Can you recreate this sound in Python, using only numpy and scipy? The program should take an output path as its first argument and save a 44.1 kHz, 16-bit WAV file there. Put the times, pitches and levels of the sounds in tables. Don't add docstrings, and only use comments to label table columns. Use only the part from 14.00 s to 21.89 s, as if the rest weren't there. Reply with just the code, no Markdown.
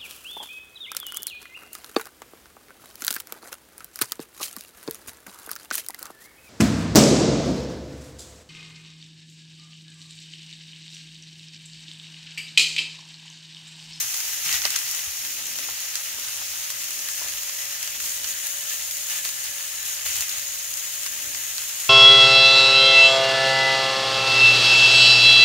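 import sys
import numpy as np
from scipy import signal
from scipy.fft import rfft, irfft, next_fast_len
from scipy.io import wavfile
from scipy.ndimage import uniform_filter1d, map_coordinates

SR = 44100
rng = np.random.default_rng(int(sys.argv[2]) if len(sys.argv) > 2 else 0)


def to_wav(sig):
    pcm = np.clip(np.atleast_2d(sig), -1, 1) * 32767
    pcm = np.round(pcm).astype(np.int16)
    wavfile.write(sys.argv[1], SR, pcm.T)


def field_ratio(decibels):
    return 10 ** (np.asarray(decibels, dtype=float) / 20)


N = 347949

# [t/s, length/s, fizz rise/dB, boil rise/dB]
SURGES = [(0, 0.025, 6.5, 2.5), (.45, 0.13, 3, 6.5), (.64, .03, 0.5, 9), (.7, .08, -0.5, 2.5),
          (1.59, 0.044, .6, 3.5), (1.94, .03, -1, 2), (3.1, 0.077, 1.5, -0.7), (3.58, .07, 2, 1.2),
          (3.82, 0.097, 1, 1.5), (4, 0.18, 3, 0.5), (4.27, 0.057, 3, 1.5), (4.43, 0.1, 2.5, 1),
          (4.69, 0.058, 2.5, 2.5), (5.098, 0.1, 2.5, 4.5), (5.245, 0.045, 3, 4.5), (5.44, .05, 0.8, 3),
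          (5.85, 0.11, 2.2, 0.8), (6.05, 0.2, 4, 4.5), (6.28, .11, 1.5, 3.5), (7.03, 0.047, 0.5, 2),
          (7.8, 0.097, 1, 2)]
SURGE_RISE_S, SURGE_FADE_S = 0.015, 0.05


def unit(x):
    return x / np.sqrt(np.mean(x ** 2) + 1e-20)


def along(points, hz):
    f, v = np.transpose(points)
    return np.interp(np.log(hz + 1), np.log(f + 1), v)


def curves(rows):
    s, *columns = np.transpose(rows)
    return [np.interp(np.arange(N) / SR, s, column) for column in columns]


def swells(rows, rise_s, fade_s):
    t = np.arange(N) / SR
    out = 0
    for s, length, *heights in rows:
        rise = (t - s) / rise_s + 0.5
        fade = (s + length - t) / fade_s + 0.5
        out = out + np.outer(heights, np.clip(np.minimum(rise, fade), 0, 1))
    return out


def wobble(rate):
    points = rng.standard_normal(int(N * rate / SR) + 4)
    return map_coordinates(points, [np.arange(N) * rate / SR])


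def filtered(x, response):
    m = next_fast_len(N + SR // 2)
    return irfft(rfft(x, m) * response(np.fft.rfftfreq(m, 1 / SR)), m)[..., :N]


def sides(db):
    return field_ratio(np.outer([0.5, -0.5], db))


def spaced(pair, spectrum):
    # [f/Hz, likeness 0-1]
    likeness = [(100, 0.91), (350, 0.8), (800, 0.59), (1100, 0.38), (1300, 0.46), (1600, 0.33), (2500, 0.4),
                (4000, 0.18), (5000, 0.08), (5500, 0.29), (6300, 0.07), (15000, .06)]

    def shares(hz):
        turn = np.arccos(np.clip(along(likeness, hz), -1, 1)) / 2
        return field_ratio(along(spectrum, hz)) * [np.cos(turn), np.sin(turn)]

    mid, side = filtered(pair, shares)
    return unit(np.array([mid + side, mid - side]))


def narrow(hz, width_hz, alike):
    noise = rng.standard_normal((3, N))

    def resonance(f):
        return 1j * f * width_hz / (hz * hz - f * f + 1j * f * width_hz)

    return unit(filtered(noise[:2] + alike * noise[2], resonance))


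def burst(rows, lo_hz, hi_hz, t60, alike):
    t = np.arange(SR // 16) / SR
    out = np.zeros((2, N + SR // 16))
    band = np.clip([lo_hz, hi_hz], 50, SR / 2.2)
    sos = signal.butter(2, band, "bandpass", fs=SR, output="sos")
    decay = field_ratio(-60 * t / t60) + field_ratio(-19 - 60 * t / 0.11)
    shape = (1 - np.exp(-t / 0.0002)) * decay
    for s, db, pan_db in rows:
        noise = rng.standard_normal((3, len(t)))
        pop = signal.sosfilt(sos, (noise[:2] + alike * noise[2]) * shape)
        pop = pop / np.abs(pop).max(1, keepdims=True)
        start = round(s * SR)
        out[:, start:start + len(t)] += field_ratio(db) * sides(pan_db) * pop
    return out[:, :N]


def rings(rows, attack_s):
    t = np.arange(SR // 4) / SR
    out = np.zeros((2, N + SR // 4))
    for s, db, hz, t60 in rows:
        phase = 2 * np.pi * hz * t + 0.33 * rng.standard_normal((2, 1))
        envelope = field_ratio(db - 60 * t / t60) * (1 - np.exp(-t / attack_s))
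        start = round(s * SR)
        out[:, start:start + len(t)] += envelope * np.sin(phase)
    return out[:, :N]


def flame():
    # [f/Hz, level/dB per Hz]
    flutter_colour = [(13, -44), (22, -25), (54, 2), (92, 4.5), (115, 5.5), (150, -35), (250, -120)]
    # [f/Hz, level/dB per Hz]
    roar_colour = [(76, -39), (130, -7), (183, -7.5), (301, -3), (443, -10.5), (537, -13.5), (550, -5),
                   (720, -31), (1210, -120)]
    # [t/s, length/s, roar rise/dB, flutter rise/dB]
    gusts = [(.45, .3, 7.5, 13), (1.25, 0.5, 9.5, 2), (2.08, 0.17, 10.5, 6), (2.4, .2, 5, 4),
             (2.75, 0.37, 7, 0), (3.2, 0.14, 8, 9), (3.95, 0.42, 9.5, 6), (5.08, 0.27, 4, 0),
             (5.45, 0.14, 4, -3), (6.05, 0.16, 6, 16), (6.35, .15, 4, 7), (7.1, .35, 10, 7)]
    roar_db, flutter_db = swells(gusts, rise_s=0.13, fade_s=0.15)
    flutter = spaced(rng.standard_normal((2, N)), flutter_colour)
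    roar = spaced(rng.standard_normal((2, N)), roar_colour)
    return field_ratio(-69 + flutter_db + wobble(7.9)) * flutter + field_ratio(-68.5 + roar_db + wobble(13)) * roar


def motor_and_mains():
    # [f/Hz, level/dB]
    throbs = [(56.65, -76.5), (58.8, -69.5), (60.01, -69.5)]
    # [f/Hz, level/dB]
    hums = [(120.02, -70), (903, -72.5)]
    # [t/s, level/dB]
    motor_strength = [(0, -7), (1.2, -5.5), (1.7, -2), (4.5, 1.2), (5.3, -1), (7.89, 0.5)]
    motor_db, = curves(motor_strength)
    in_step_s, lag_s = 5.79, 0.0012
    t = np.arange(N) / SR
    out = np.zeros((2, N))
    for hz, db in throbs:
        throb = np.cos(2 * np.pi * hz * (t - in_step_s + [[lag_s], [0]]))
        out += field_ratio(db + 2 + motor_db) * throb
    whine = (577, -61 + motor_db)  # Hz, dB
    for hz, db in hums + [whine]:
        tone = np.sin(2 * np.pi * hz * t + 0.32 * wobble(9))
        out += field_ratio(db + 5 + 1.05 * wobble(7.4)) * tone
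    return out


def cook():
    # [t/s, peak level/dB, f/Hz, time to fade by 60 dB/s]
    bumps = [(0.04, -51, 118, 0.2), (0.458, -43, 150, 0.14), (0.55, -44, 80.7, 0.11),
             (1.072, -39, 77.6, 0.13), (5.475, -47, 75.4, 0.12), (6.058, -41, 86.1, 0.12),
             (6.199, -41, 72.7, 0.14), (6.37, -45, 88.8, 0.12), (7.249, -50, 88.8, 0.12)]
    return field_ratio(0.5) * rings(bumps, attack_s=0.0056)


def pan():
    # [t/s, peak level/dB]
    thuds = [(0.45, -49), (0.493, -34), (0.524, -46), (0.616, -45), (0.65, -25), (0.737, -47), (0.758, -42),
             (0.972, -43), (1.586, -34.5), (1.687, -30), (1.953, -44), (2.183, -39), (2.416, -34.5),
             (3.001, -41), (3.216, -30.5), (3.245, -34), (3.261, -32.5), (5.257, -35), (6.057, -36),
             (7.062, -39)]
    # [f/Hz, width/Hz, resting level/dB]
    iron_modes = [(1728, 19, -59.5), (1952, 57, -60), (3014, 140, -58), (3660, 120, -65)]
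    # [t/s, length/s, rise/dB]
    singing = [
        [(3.03, 0.33, 11.5), (3.5, .3, 7), (4.3, 0.55, 10.5), (5.05, .9, 10), (6.9, 0.82, 7)],
        [(.45, 0.56, 12), (3.5, 0.26, 12), (3.9, .9, 6), (5.05, 0.23, 2)],
        [(4.1, .7, 9), (5.05, 0.95, 7), (6.05, 0.26, 11), (6.8, .5, 5)],
        [(2.198, 0.13, 15)],
    ]
    out = burst([(s, db + 0.5, 0) for s, db in thuds], 510, 1600, t60=0.047, alike=1.5)
    fed_db = swells(SURGES, SURGE_RISE_S, SURGE_FADE_S)[1]
    for (hz, width_hz, db), spells in zip(iron_modes, singing):
        sing_db = swells(spells, rise_s=0.074, fade_s=0.19)
        out += field_ratio(db + fed_db + sing_db) * narrow(hz, width_hz, alike=0.99)
    return out


def pops():
    # [t/s, peak level/dB, brightness, twice the left-right difference/dB]
    fat_drops = [(.2024, -10, 0.098, 1.5), (.526, -7, -0.61, -8), (.541, -11.5, -.6, -6),
                 (0.6522, -3.5, -0.82, -6), (.7041, -6.5, -0.049, 1.5), (0.7602, -4.5, -0.27, 9),
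                 (.7881, -10, .8, 5), (.9118, -11, 0.87, 9), (.9472, -13, 0.7, 4), (1.974, -18, .1, 1.2),
                 (2.2835, -14, -0.056, 1.5), (2.606, -21, 0.48, 2.2), (2.702, -10, -0.039, 1.5),
                 (2.9063, -13, 0.28, -4), (2.9907, -15, 0.32, -2.2), (3.0862, -11, -0.84, -.6),
                 (3.284, -16, -.4, 1.2), (4.001, -15, -0.83, 1.5), (4.4683, -9, 1.1, 4),
                 (4.9097, -11, .7, 2.2), (6.1558, -10.5, .1, .6), (6.164, -13, .1, .6),
                 (6.207, -6, 1.1, -1), (6.2931, -8, .6, 1), (6.7386, -12.5, 0.43, -6),
                 (6.772, -10, 0.85, 3), (7.0321, -14.5, 0.35, 4), (7.347, -14, -.8, 7),
                 (7.6171, -15, .4, 3), (7.8012, -14, 0.77, 3)]
    # [t/s, peak level/dB, brightness, twice the left-right difference/dB]
    juice_drops = [(0.1412, -9, .1, .3), (.618, -9.5, -.6, -8), (.757, -11, -0.3, -14), (.97, -20, .1, .6),
                   (1.249, -19, -0.95, 1.2), (1.586, -16, -1.2, 10), (1.8527, -20, -0.76, .6),
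                   (1.9543, -6, 0.2, 0), (2.1963, -17, 0.46, 1.2), (2.246, -19, -0.088, -1),
                   (2.883, -17, -.2, 1.5), (3.2323, -14, .5, -1.2), (3.494, -14, -0.45, -2),
                   (3.8278, -10, 0.3, 15), (3.8748, -13, -0.5, 4), (4.039, -18, .4, -3),
                   (4.1198, -17, .1, .6), (4.243, -11.5, -0.2, -6), (5.0987, -14, 0.099, 8),
                   (5.25, -9, -0.5, -3), (5.29, -11.5, .3, 5.5), (5.4393, -14, .6, 4),
                   (6.0598, -11, -.3, 6), (6.1844, -12, 0.42, -5), (6.3946, -12, 0.41, 4),
                   (7.0625, -11, -0.7, 3), (7.5802, -9, .4, -6), (7.6949, -15, .1, 2.5),
                   (7.8462, -15, 0.3, -1.2)]
    # dB against the peak, then dB per step of brightness
    dry_db, wet_db = (-18.5, -14, -5.5, -6), (-18, -12.5, -6, -8)
    bright_db = (-6, -5, -1, 1)
    s, db, bright, pan_db = np.transpose(fat_drops + juice_drops)
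    kind_db = np.transpose([dry_db] * len(fat_drops) + [wet_db] * len(juice_drops))
    body_db, snap_db, crack_db, spray_db = db + kind_db + np.outer(bright_db, bright)
    s = s + 0.0006
    side_db = 0.5 * pan_db
    out = burst(zip(s, body_db, side_db), 1140, 2940, t60=0.022, alike=1.0)
    out += burst(zip(s, snap_db, side_db), 2700, 5300, t60=0.0047, alike=0.4)
    out += burst(zip(s, crack_db, side_db), 4800, 7600, t60=0.005, alike=0.2)
    out += burst(zip(s, spray_db, side_db), 8000, 16000, t60=0.003, alike=0.1)
    return out


def bubbles(per_s, spread_db, t60, busy_db):
    t = np.arange(768) / SR
    out = np.zeros((2, N))
    for _ in range(3):
        bursts = rng.random(N) < per_s / 3 / SR
        sizes = field_ratio(spread_db * np.minimum(rng.exponential(size=N), 3) + busy_db)
        decay = field_ratio(-60 * t / t60) + field_ratio(7.5 - 60 * t / 0.0014)
        scatter = rng.standard_normal((2, len(t))) * decay
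        out += signal.oaconvolve((bursts * sizes)[None], scatter, axes=1)[:, :N]
    return unit(out)


def patchy(pair, depth_db):
    z = signal.stft(pair, nperseg=256)[2]
    field = rng.standard_normal(z.shape[1:])
    field = uniform_filter1d(field, size=3, axis=0)
    field = uniform_filter1d(field, size=12, axis=1)
    return signal.istft(z * field_ratio(depth_db * unit(field)), nperseg=256)[1][:, :N]


def sizzle():
    # [t/s, fizz level/dB, boiling juice above the fizz/dB]
    heat = [(0, -31, -9), (.8, -31, -7), (1.1, -33, -7.5), (2.1, -34, -6.5), (3.2, -32.5, -7.5),
            (3.75, -34, -7), (5, -32, -9), (5.65, -33.5, -7), (6.5, -33, -8.5), (7.89, -32.5, -8)]
    # [t/s, share 0-1]
    facing_pan = [(0, 0.24), (1.4, 0.26), (2.5, 0.4), (3.5, 0.33), (4.5, 0.85), (6, 0.75), (7.89, 1)]
    # [f/Hz, level/dB per Hz]
    fizz_ahead = [(2000, -33.5), (3500, -11), (4850, -11.5), (6000, -4), (6850, 5), (7400, -2), (8040, -3),
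                  (10000, -5), (13000, -4.5), (16500, -6)]
    # [f/Hz, level/dB per Hz]
    fizz_aside = [(2000, -29.5), (3500, -14), (4850, -7), (5800, 1.5), (6500, 1), (7200, 1), (8040, -7),
                  (10000, -4), (13000, -3.5), (16500, -5.5)]
    # [f/Hz, level/dB per Hz]
    juice_colour = [(260, -28), (450, -20.5), (640, -15.5), (780, -12.5), (950, -10.5), (1060, -11.5),
                    (1280, -5), (1820, -3.5), (2050, -2), (2300, -1.1), (2900, 1), (3800, -4.5), (5000, -3),
                    (6500, -6.5), (11000, -120)]
    heat_db, wet_db = curves(heat)
    fizz_db, boil_db = swells(SURGES, SURGE_RISE_S, SURGE_FADE_S) + [heat_db, heat_db + wet_db]
    spurts_db = 0.5 * wobble(14) + 1.4 * wobble(45)
    steam = patchy(rng.standard_normal((4, N)), depth_db=1.5)

    fine = field_ratio(-5) * bubbles(2500, spread_db=3, t60=0.0057, busy_db=spurts_db)
    fine += field_ratio(-2.5) * steam[:2]
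    fine += field_ratio(-14) * bubbles(90, spread_db=3, t60=0.003, busy_db=0)
    juice_db = 0.75 * spurts_db + 0.6 * wobble(20)
    coarse = field_ratio(-2) * bubbles(1500, spread_db=2, t60=0.012, busy_db=juice_db)
    coarse += field_ratio(-4) * steam[2:]
    coarse += field_ratio(-8.5) * fine

    facing = np.clip(curves(facing_pan)[0], 0, 1)
    fizz = facing * spaced(fine, fizz_ahead) + (1 - facing) * spaced(fine, fizz_aside)
    both = field_ratio(fizz_db + 3.5) * fizz + field_ratio(boil_db + 2.5) * spaced(coarse, juice_colour)
    turn_db = 1
    return both * sides(turn_db * (facing - facing.mean()))


def scene():
    return flame() + motor_and_mains() + cook() + pan() + pops() + sizzle()


def roll_off(x):
    return signal.sosfilt(signal.butter(12, 16980, fs=SR, output="sos"), x)


def record(dry):
    # [f/Hz, difference/dB]
    lean = [(60, -3), (170, -3.5), (300, 1), (950, -0.5), (1450, 5.5), (2000, 5.5), (3100, 0.5), (4500, -8),
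            (5800, 3), (6800, 3.5), (7400, -0.5), (8000, 4), (9100, 1), (13000, 1.5)]
    # [f/Hz, phase lead of the left/rad]
    lead = [(300, 0), (580, 1.03), (780, -0.66), (1050, 0.43), (1350, 1.1), (1700, -2), (2000, -0.5),
            (3600, 0.5), (4600, -3), (5600, -4), (8000, -5)]
    top_hz = 15750

    def microphones(hz):
        phase = np.outer([0.5, -0.5], along(lead, hz))
        return sides(along(lean, hz)) * np.exp(1j * phase) * (hz < top_hz)

    return roll_off(filtered(dry, microphones))


dry = scene()
out = record(dry)
to_wav(out)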